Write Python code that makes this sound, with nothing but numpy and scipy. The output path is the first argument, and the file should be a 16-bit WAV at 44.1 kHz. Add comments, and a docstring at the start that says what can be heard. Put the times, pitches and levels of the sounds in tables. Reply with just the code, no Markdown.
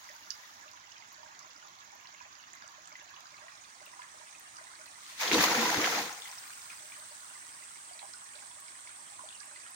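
"""Water-driven tyre pump in a forest creek

The valve opens once: a sheet of water bursts out, plunges into the pool, leaves fizzing foam.
Trapped air rings as rising sine tones; impacts and spray are shaped noise.
The shallow creek gurgles off to the right, drips tick close by, the banks echo.
Two cicadas start one after the other: pulsed noise through a body resonance."""
import sys
import numpy as np
from scipy import signal
from scipy.fft import rfft, irfft, next_fast_len
from scipy.io import wavfile
from scipy.ndimage import uniform_filter1d

SR = 44100
rng = np.random.default_rng(int(sys.argv[2]) if len(sys.argv) > 2 else 0)


def persist_wave(psi):
    """Save psi, clipped to +-1, as 16-bit WAV."""
    counts = np.round(np.clip(psi, -1, 1) * 32767).astype(np.int16)
    wavfile.write(sys.argv[1], SR, np.atleast_2d(counts).T)


N = 429975
TIME_S = np.arange(N) / SR
LEAK_S, OPEN_S, LAND_S, SHUT_S = 5.11, 5.209, 5.335, 5.99  # valve leaks, opens; sheet lands; valve shuts

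# noise spectra: f/Hz, relative density/dB
SPLASH_SPECTRUM = [(300, -27.5), (480, -2), (580, -7.5), (740, -3), (980, -1), (1150, -3.5), (1390, -3),
                   (1680, -3), (1980, 0), (2900, -6.5), (3900, -5.5), (5800, -7.5), (6550, -5),
                   (8100, -22.5), (11000, -32)]
SPRAY_SPECTRUM = [(6000, -34), (8000, 2), (10000, 8.5), (13800, 6.5), (14800, 16), (16000, 3)]
CHURN_SPECTRUM = [(25, -26), (60, -41), (110, -14.5), (170, -6.5), (230, -1.5), (270, -2.5), (315, 3.5),
                  (400, -4.5), (485, 3), (560, -9.5), (900, -29)]
FOAM_SPECTRUM = [(600, -18), (1500, 5.5), (2500, -2), (4000, 0.5), (6600, 3), (8000, -13), (10500, -8),
                 (13800, -10.5), (15000, -2.5)]
WASH_SPECTRUM = [(25, -26), (90, -4.5), (220, -8), (330, -5.5), (450, -14), (620, -4.5), (1100, 5.5),
                 (1900, 2.5), (2800, -4.5), (5000, -4), (6800, 1.5), (8000, -18.5), (13800, -27),
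                 (15200, -15.5)]
# stereo balance: f/Hz, L-R/dB
PUMP_PAN = [(200, -0.5), (1300, 1.5), (1700, 0), (2400, 3), (3500, 3), (4300, 0), (6800, -3), (8500, -1),
            (10500, 9.5), (15000, 7)]
CREEK_PAN = [(200, 0), (700, -6), (1200, 0), (1700, -8.5), (2900, 0), (4100, -8.5), (5800, -9),
             (7000, -16.5), (9000, -3), (12500, 8.5), (15000, 1)]
# stereo likeness: f/Hz, L-R correlation
PUMP_CORRELATION = [(60, 0.79), (200, 0.99), (700, 0.72), (1400, 0.36), (2000, 0.06), (2700, -0.57),
                    (4000, 0.074), (8000, -0.13)]
CREEK_CORRELATION = [(60, 0.12), (200, 0.24), (450, 0.42), (1000, 0.22), (1500, 1), (2200, 0.039),
                     (5000, 0.042)]
# surges of the sheet: t/s, splash gain/dB, churn gain/dB, half-length/s
SHEET_SURGES = [(5.36, -0.5, 7, .042), (5.434, 4.5, -7, 0.03), (5.787, -1, 6.5, 0.027)]
# big air pockets dragged under: t/s, relative level/dB, f/Hz, t60/s
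AIR_POCKETS = [(5.313, -29, 400, 0.082), (5.332, -26, 324, 0.16), (5.352, -24, 494, 0.059),
               (5.36, -41.5, 82, 0.26), (5.382, -25, 310, 0.084), (5.392, -27, 196, 0.092),
               (5.574, -26.5, 228, 0.32), (5.775, -35, 109, 0.039)]
# water lumps hitting the pool: t/s, relative level/dB, f/Hz
LUMP_SLAPS = [(5.213, -29, 1090), (5.2773, -19.5, 3400), (5.3146, -13, 2230), (5.332, -13.5, 3770),
              (5.3428, -12, 3830), (5.389, -19.5, 1860), (5.5465, -20, 1380), (5.843, -15, 2100),
              (5.872, -20, 1360)]
# froth of the previous stroke and this one: formed/s, level/dB, thins from/s, decay/(dB/s)
FROTH_STAGES = [(0, -56, 0.5, 57), (6.0, -49, 6.38, 8.5)]
# creek bubble and droplet strength: f/Hz, relative level/dB
BUBBLE_LEVELS = [(560, 3.5), (700, -7), (1050, 1), (1900, 5), (2800, 3.5), (4500, -13), (6500, -13),
                 (7500, -14.5)]
DROPLET_LEVELS = [(2500, -6.5), (4500, 2), (6700, 6), (8000, -23), (13800, -0.5), (15000, -29)]
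# loudest bubbles (the creek's, and the pool's after the discharge), close drips: t/s, relative level/dB, f/Hz,
# L-R/dB
LOUD_PLOPS = [(0.089, -38.5, 1910, -7), (0.435, -45, 1900, 14), (1.23, -46, 896, -4),
              (1.925, -49.5, 800, 2), (2.209, -45.5, 964, -5), (2.536, -41, 1790, -5),
              (2.621, -41, 1600, -5), (2.954, -37, 1980, -0.5), (3.138, -45, 1080, -7),
              (3.439, -50, 654, -4), (3.482, -39.5, 1860, -6), (3.992, -40.5, 987, -1),
              (4.018, -38, 1710, -7), (4.584, -40, 1485, 0), (6.093, -33, 1410, 19), (6.22, -32.5, 3480, 6),
              (6.255, -37, 2000, 0), (6.701, -36.5, 2390, 0), (6.92, -38.5, 2320, 2),
              (7.91, -45.5, 707, -4), (8.028, -40.5, 780, -5), (8.873, -42, 2200, 1),
              (9.192, -39.5, 1050, -5), (9.237, -46, 633, -2.5), (9.288, -36.5, 3420, 8),
              (9.56, -41, 1970, 1)]
CLOSE_DRIPS = [(.3047, -22, 5320, -20), (1.392, -36.5, 5900, -21), (3.8586, -41, 15000, 7),
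               (4.3974, -40, 13500, 14), (4.5686, -36.5, 5200, -17), (6.1275, -32.5, 6100, -1),
               (7.992, -37, 4000, -16), (8.136, -35.5, 5100, -24), (8.6033, -42, 14800, 11),
               (9.4036, -33, 5360, -19)]
# cicada body resonances: f/Hz, relative density/dB
CICADA_BODY_1 = [(6800, -19), (7800, -2), (8300, -5.5), (8650, -1.5), (9050, -2), (9500, -9), (10000, -18),
                 (11500, -26.5)]
CICADA_BODY_2 = [(6800, -34), (7450, -5), (7850, -4.5), (8550, -1), (9350, -8), (9900, -15), (11500, -40)]
# echo decay of banks and trees: f/Hz, t60/s
BANK_DECAY = [(200, 0.1), (1500, 0.24), (5000, 0.2), (15000, 0.035)]


def discharge(splash_db=2.5, churn_db=-36, spray_db=-11, gap_hz=1040, halving_s=0.024):
    """The sheet breaks into drops and churns the pool; the rush deepens as the valve opens."""
    strength = flow()
    sheet = seething(patchy_db=2, frame=384) + 0.64 * patter(per_s=500, spread_db=3, burst_s=0.002)
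    splash = strength * colour(sheet, SPLASH_SPECTRUM, PUMP_PAN, PUMP_CORRELATION, lag_ms=-0.05)
    stirring = swell(LAND_S, SHUT_S + 0.055, rise_db_per_s=207, fall_db_per_s=220, sag_db_per_s=12.5)
    rumble = colour(rng.standard_normal((2, N)), CHURN_SPECTRUM, PUMP_PAN, PUMP_CORRELATION)
    churn = stirring * surging(column=2) * rumble
    mist = rng.standard_normal((2, N)) + patter(per_s=1100, spread_db=2.5, burst_s=0.0006)
    spray = strength * np.sqrt(surging(column=1)) * colour(mist, SPRAY_SPECTRUM, PUMP_PAN)
    hz, t, bins = signal.stft(gain_of(splash_db) * splash + gain_of(spray_db) * spray, SR, nperseg=512)
    # a narrow gap sheds only small, high bubbles
    cutoff_hz = gap_hz * 2 ** -np.maximum((t - OPEN_S) / halving_s, -1)
    attenuation = np.sqrt(1 + (cutoff_hz / (hz[:, None] + 1)) ** 5)
    jet = signal.istft(bins / attenuation, SR)[1][:, :N]
    return jet + gain_of(churn_db) * churn


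def flow(leak_db=-49, jet_db=-32, sheet_db=-30):
    """Rush envelope: leak, first jet, then the sheet, weakening as pressure drains."""
    leak = gain_of(leak_db) * swell(LEAK_S, LEAK_S, rise_db_per_s=95, fall_db_per_s=75)
    jet = gain_of(jet_db) * swell(OPEN_S, OPEN_S, rise_db_per_s=586, fall_db_per_s=51)
    sheet = gain_of(sheet_db) * swell(LAND_S, SHUT_S, rise_db_per_s=253, fall_db_per_s=103,
                                      sag_db_per_s=5.5)
    return np.sqrt(leak ** 2 + jet ** 2 + sheet ** 2) * surging(column=1)


def surging(column):
    """The sheet falls in surges: Gaussian bumps from one dB column."""
    return gain_of(sum(row[column] * np.exp(-((TIME_S - row[0]) / row[3]) ** 2) for row in SHEET_SURGES))


def plunge(gulp_db=-3, slap_db=-4, splat_db=-5, lump_db=-28.5, glide=0.016, count=22):
    """Lumps of water slap the pool and drag big air pockets under."""
    out = np.zeros((2, N))
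    for at_s, level_db, hz, t60_s in AIR_POCKETS:
        add(out, at_s, gain_of(level_db + gulp_db) * bubble(hz, t60_s, glide))
    for at_s, level_db, hz in LUMP_SLAPS:
        add(out, at_s, gain_of(level_db + slap_db) * bubble(hz, t60_s=16 / hz, glide=glide))
        add(out, at_s, gain_of(level_db + splat_db) * splat(hz, t60_s=0.056, width_oct=0.88))
    for k, (when, pitch) in enumerate(rng.random((count, 2))):  # smaller lumps
        at_s = LAND_S + (k + when) / count * (SHUT_S - LAND_S)
        hz = 652 * 2 ** (1.9 * pitch)
        add(out, at_s, gain_of(lump_db) * bubble(hz, t60_s=36 / hz, glide=glide))
    return out


def boil(gain_db=-36, start_s=5.4, length_s=1.4, peak_s=5.64, spread_db=4, cycles=34, count=230):
    """The sheet beats bubbles into the pool, which gurgles on as it settles."""
    out = np.zeros((2, N))
    for when, pitch, rank, side in rng.random((count, 4)):
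        hz = 680 * 4 ** pitch ** 1.1
        ring = bubble(hz, cycles / hz, glide=0.066, side_db=5 + 11 * (side - 0.5),
                      lag_ms=0.14 * (side - 0.7))
        add(out, start_s + when * length_s, gain_of(-spread_db * np.log(rank + 0.076)) * ring)
    return gain_of(gain_db) * swell(peak_s, peak_s, rise_db_per_s=40, fall_db_per_s=32.5) * out


def foam():
    """Froth left by each stroke bursts and thins out."""
    bursts = patter(per_s=1100, spread_db=4.5, burst_s=0.0004) + 2 * seething(patchy_db=5)
    amount = sum(gain_of(level_db) * swell(formed_s, thins_s, rise_db_per_s=18, fall_db_per_s=decay)
                 for formed_s, level_db, thins_s, decay in FROTH_STAGES)
    return amount * colour(bursts, FOAM_SPECTRUM, PUMP_PAN)


def babble(rms_db=-62, spread_db=6.5, glide=0.063, scatter_s=0.035, lag_ms=0.38, count=470):
    """Water folding over stones sheds clusters of like-sized bubbles."""
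    out = np.zeros((2, N))
    for k, (when, pitch) in enumerate(rng.random((count, 2))):
        at_s = (k + when) / count * N / SR
        for delay, detune, strength, stray, damping in rng.standard_normal((3, 5)):
            hz = 575 * (5000 / 575) ** abs(pitch + 0.07 * detune)
            t60_s = 0.038 * (1000 / hz) ** 0.75 * np.exp(0.3 * damping)
            level_db = lookup(BUBBLE_LEVELS, hz) + spread_db * min(strength, 1.5)
            ring = bubble(hz, t60_s, glide, lookup(CREEK_PAN, hz) + 2 * stray, lag_ms + 0.12 * stray)
            add(out, at_s + scatter_s * delay, gain_of(level_db) * ring)
    return gain_of(rms_db) * evened(out)


def plops(ring_db=-1, splat_db=-7, brood_db=-10, brood_s=0.02, cycles=42, glide=0.054, lag_ms=0.38,
          count=40):
    """A wavelet collapses with a splat, traps one large bubble, sheds three lesser ones."""
    out, quiet_plops = np.zeros((2, N)), []
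    for k, (when, pitch) in enumerate(rng.random((count, 2))):
        at_s = (k + when) / count * N / SR
        octaves = 1.997 * pitch
        hz = 724 * 2 ** octaves
        quiet_plops.append((at_s, -50.5 + 3.5 * octaves, hz, lookup(CREEK_PAN, hz)))
    for at_s, level_db, hz, side_db in quiet_plops + LOUD_PLOPS:
        add(out, at_s, gain_of(level_db + ring_db) * bubble(hz, cycles / hz, glide, side_db, lag_ms))
        collapse = splat(hz * 1.28, t60_s=0.028, width_oct=0.41, side_db=side_db)
        add(out, at_s, gain_of(level_db + splat_db) * collapse)
        for delay, detune in rng.standard_normal((3, 2)):
            brood_hz = max(hz * np.exp(0.3 * detune), 640)
            ring = bubble(brood_hz, cycles / brood_hz, glide, side_db, lag_ms)
            add(out, at_s + brood_s * (0.5 + abs(delay)), gain_of(level_db + brood_db) * ring)
    return out


def drips(tick_db=-3, cycles=15, glide=0.039):
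    """Drops land close by: a tick and a short, high ring."""
    out = np.zeros((2, N))
    for at_s, level_db, hz, side_db in CLOSE_DRIPS:
        add(out, at_s, gain_of(level_db) * bubble(hz, cycles / hz, glide * (hz < 10000), side_db))
        tick = splat(hz, t60_s=0.014, width_oct=0.3, side_db=side_db)
        add(out, at_s, gain_of(level_db + tick_db) * tick)
    return out


def spatter(gain_db=-51.5, spread_db=3, count=640):
    """The nearest riffle flicks tiny drops, each ticking at its own pitch."""
    out = np.zeros((2, N))
    for when, pitch, rank in rng.random((count, 3)):
        hz = 3500 * (15000 / 3500) ** pitch ** 1.4
        level_db = gain_db + lookup(DROPLET_LEVELS, hz) - spread_db * np.log(0.05 + rank)
        tick = splat(hz, t60_s=0.011, width_oct=0.32, side_db=lookup(CREEK_PAN, hz))
        add(out, when * N / SR, gain_of(level_db) * tick)
    return out


def wash(rms_db=-54):
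    """Blended trickle of the creek further off."""
    trickle = seething(patchy_db=2.5, frame=768)
    return gain_of(rms_db) * colour(trickle, WASH_SPECTRUM, CREEK_PAN, CREEK_CORRELATION, lag_ms=0.38)


def cicada(body, start_s, warm_up_s, full_db, pulse_hz, depth, side_db):
    """Tymbal clicks, blurred by the forest, buzz in the hollow body."""
    age_s = np.maximum(TIME_S - start_s, 0)
    envelope = gain_of(full_db) * (1 - np.exp(-age_s / warm_up_s)) ** 2
    drift = evened(uniform_filter1d(rng.standard_normal(N), size=20000))
    turns = np.cumsum(pulse_hz * (1 + 0.0056 * drift)) / SR
    buzz = rng.standard_normal((2, N)) * (1 + depth * np.cos(2 * np.pi * turns))
    return envelope * panned(side_db) * colour(buzz, body)


def bank_echo(x, gain_db=-7.5, taps_per_s=2500):
    """Sparse echoes off earth banks and trunks; each band decays at its own rate."""
    taps = rng.choice([-1., 1.], (2, SR // 2)) * (rng.random((2, SR // 2)) < taps_per_s / SR)
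    hz, t, bins = signal.stft(taps, SR, nperseg=256)
    decay = gain_of(-60 * t / lookup(BANK_DECAY, hz)[:, None])
    tail = signal.istft(bins * decay, SR)[1]
    return gain_of(gain_db) * signal.oaconvolve(x, tail / np.linalg.norm(tail[0]), axes=1)[:, :N]


def bubble(hz, t60_s, glide, side_db=0., lag_ms=0.):
    """An air pocket rings, rising in pitch as it nears the surface; left lags by lag_ms."""
    delay_s = np.array([[lag_ms], [0]]) * 1e-3
    t = np.maximum(np.arange(int(t60_s * SR) + 40) / SR - delay_s, 0)
    envelope = (1 - np.exp(-t * hz)) * gain_of(-60 * t / t60_s)
    tone = np.sin(2 * np.pi * hz * t * (1 + glide * t / t60_s))
    return panned(side_db) * envelope / envelope.max() * tone


def splat(hz, t60_s, width_oct, side_db=0.):
    """Water strikes water: a noise burst around one pitch."""
    t = np.arange(2048) / SR
    burst = rng.standard_normal((2, len(t))) * gain_of(-60 * t / t60_s)
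    octaves = np.log2((np.fft.rfftfreq(len(t), 1 / SR) + 1) / hz)
    band = np.exp(-(octaves / width_oct) ** 2)
    burst = irfft(rfft(np.roll(burst, 30, axis=1)) * band)
    return panned(side_db) * burst / abs(burst).max()


def patter(per_s, spread_db, burst_s):
    """Drops shatter at random in tiny bursts, a few much larger than the rest."""
    sizes = gain_of(spread_db * np.minimum(rng.exponential(1, N), 5))
    hits = sizes * (rng.random(N) < per_s / SR)
    power = signal.lfilter([1], [1, -np.exp(-1 / (burst_s * SR))], hits ** 2 + 1e-12)
    return evened(np.sqrt(power) * rng.standard_normal((2, N)))


def seething(patchy_db, frame=256):
    """Noise swelling in time-pitch patches; longer frames are more tonal."""
    bins = signal.stft(rng.standard_normal((2, N)), nperseg=frame)[2]
    patches = uniform_filter1d(rng.standard_normal(bins.shape[1:]), size=4, axis=0)
    patches = evened(uniform_filter1d(patches, size=3, axis=1))
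    return evened(signal.istft(bins * gain_of(patchy_db * patches))[1][:, :N])


def colour(x, spectrum, pan=None, correlation=None, lag_ms=0):
    """Spectrum and direction for two unrelated channels; rms 1."""
    size = next_fast_len(N, real=True)
    hz, bins = np.fft.rfftfreq(size, 1 / SR), rfft(x, size)
    if correlation:
        shared = np.clip(lookup(correlation, hz), -1, 1)
        left = shared * bins[1] + np.sqrt(1 - shared ** 2) * bins[0]
        bins[0] = left * np.exp(-2j * np.pi * hz * lag_ms * 1e-3)
    if pan:
        bins = bins * panned(lookup(pan, hz))
    return evened(irfft(bins * gain_of(lookup(spectrum, hz)), size)[:, :N])


def swell(full_s, end_s, rise_db_per_s, fall_db_per_s, sag_db_per_s=0):
    """Envelope: attack to full_s, sagging hold, release from end_s."""
    before_s, held_s, after_s = np.maximum([full_s - TIME_S, TIME_S - full_s, TIME_S - end_s], 0)
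    return gain_of(-rise_db_per_s * before_s - sag_db_per_s * held_s - fall_db_per_s * after_s)


def panned(side_db):
    """Constant-power gains from L-R in dB."""
    pair = gain_of(np.array([side_db, -side_db]).reshape(2, -1) / 2)
    return pair / np.sqrt((pair ** 2).mean(0))


def lookup(table, hz):
    """Interpolation over log frequency."""
    knots_hz, values = np.transpose(table)
    return np.interp(np.log(hz + 1), np.log(knots_hz + 1), values)


def add(mix, at_s, sound):
    part = mix[:, max(round(at_s * SR), 0):][:, :sound.shape[1]]
    part += sound[:, :part.shape[1]]


def gain_of(db):
    return 10 ** (np.asarray(db) / 20)


def evened(x):
    """Scaled to rms 1."""
    return x / np.sqrt(np.mean(x ** 2) + 1e-20)


def scene():
    """Pump, creek and cicadas; only single bubbles and drops echo."""
    water = babble() + plops() + spatter() + drips() + plunge() + boil()
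    cicadas = cicada(CICADA_BODY_1, start_s=3.01, warm_up_s=0.62, full_db=-55.5,
                     pulse_hz=207, depth=0.11, side_db=-1)
    cicadas += cicada(CICADA_BODY_2, start_s=5.3, warm_up_s=0.5, full_db=-52.6,
                      pulse_hz=106, depth=0.2, side_db=-4.5)
    return water + bank_echo(water) + wash() + discharge() + foam() + cicadas


def record(dry):
    """Steep low-pass."""
    cutoff_hz = 15950
    lowpass = signal.firwin(511, cutoff_hz, window=("kaiser", 9), fs=SR)
    return signal.oaconvolve(dry, lowpass[None], "same")


dry = scene()
out = record(dry)
persist_wave(out)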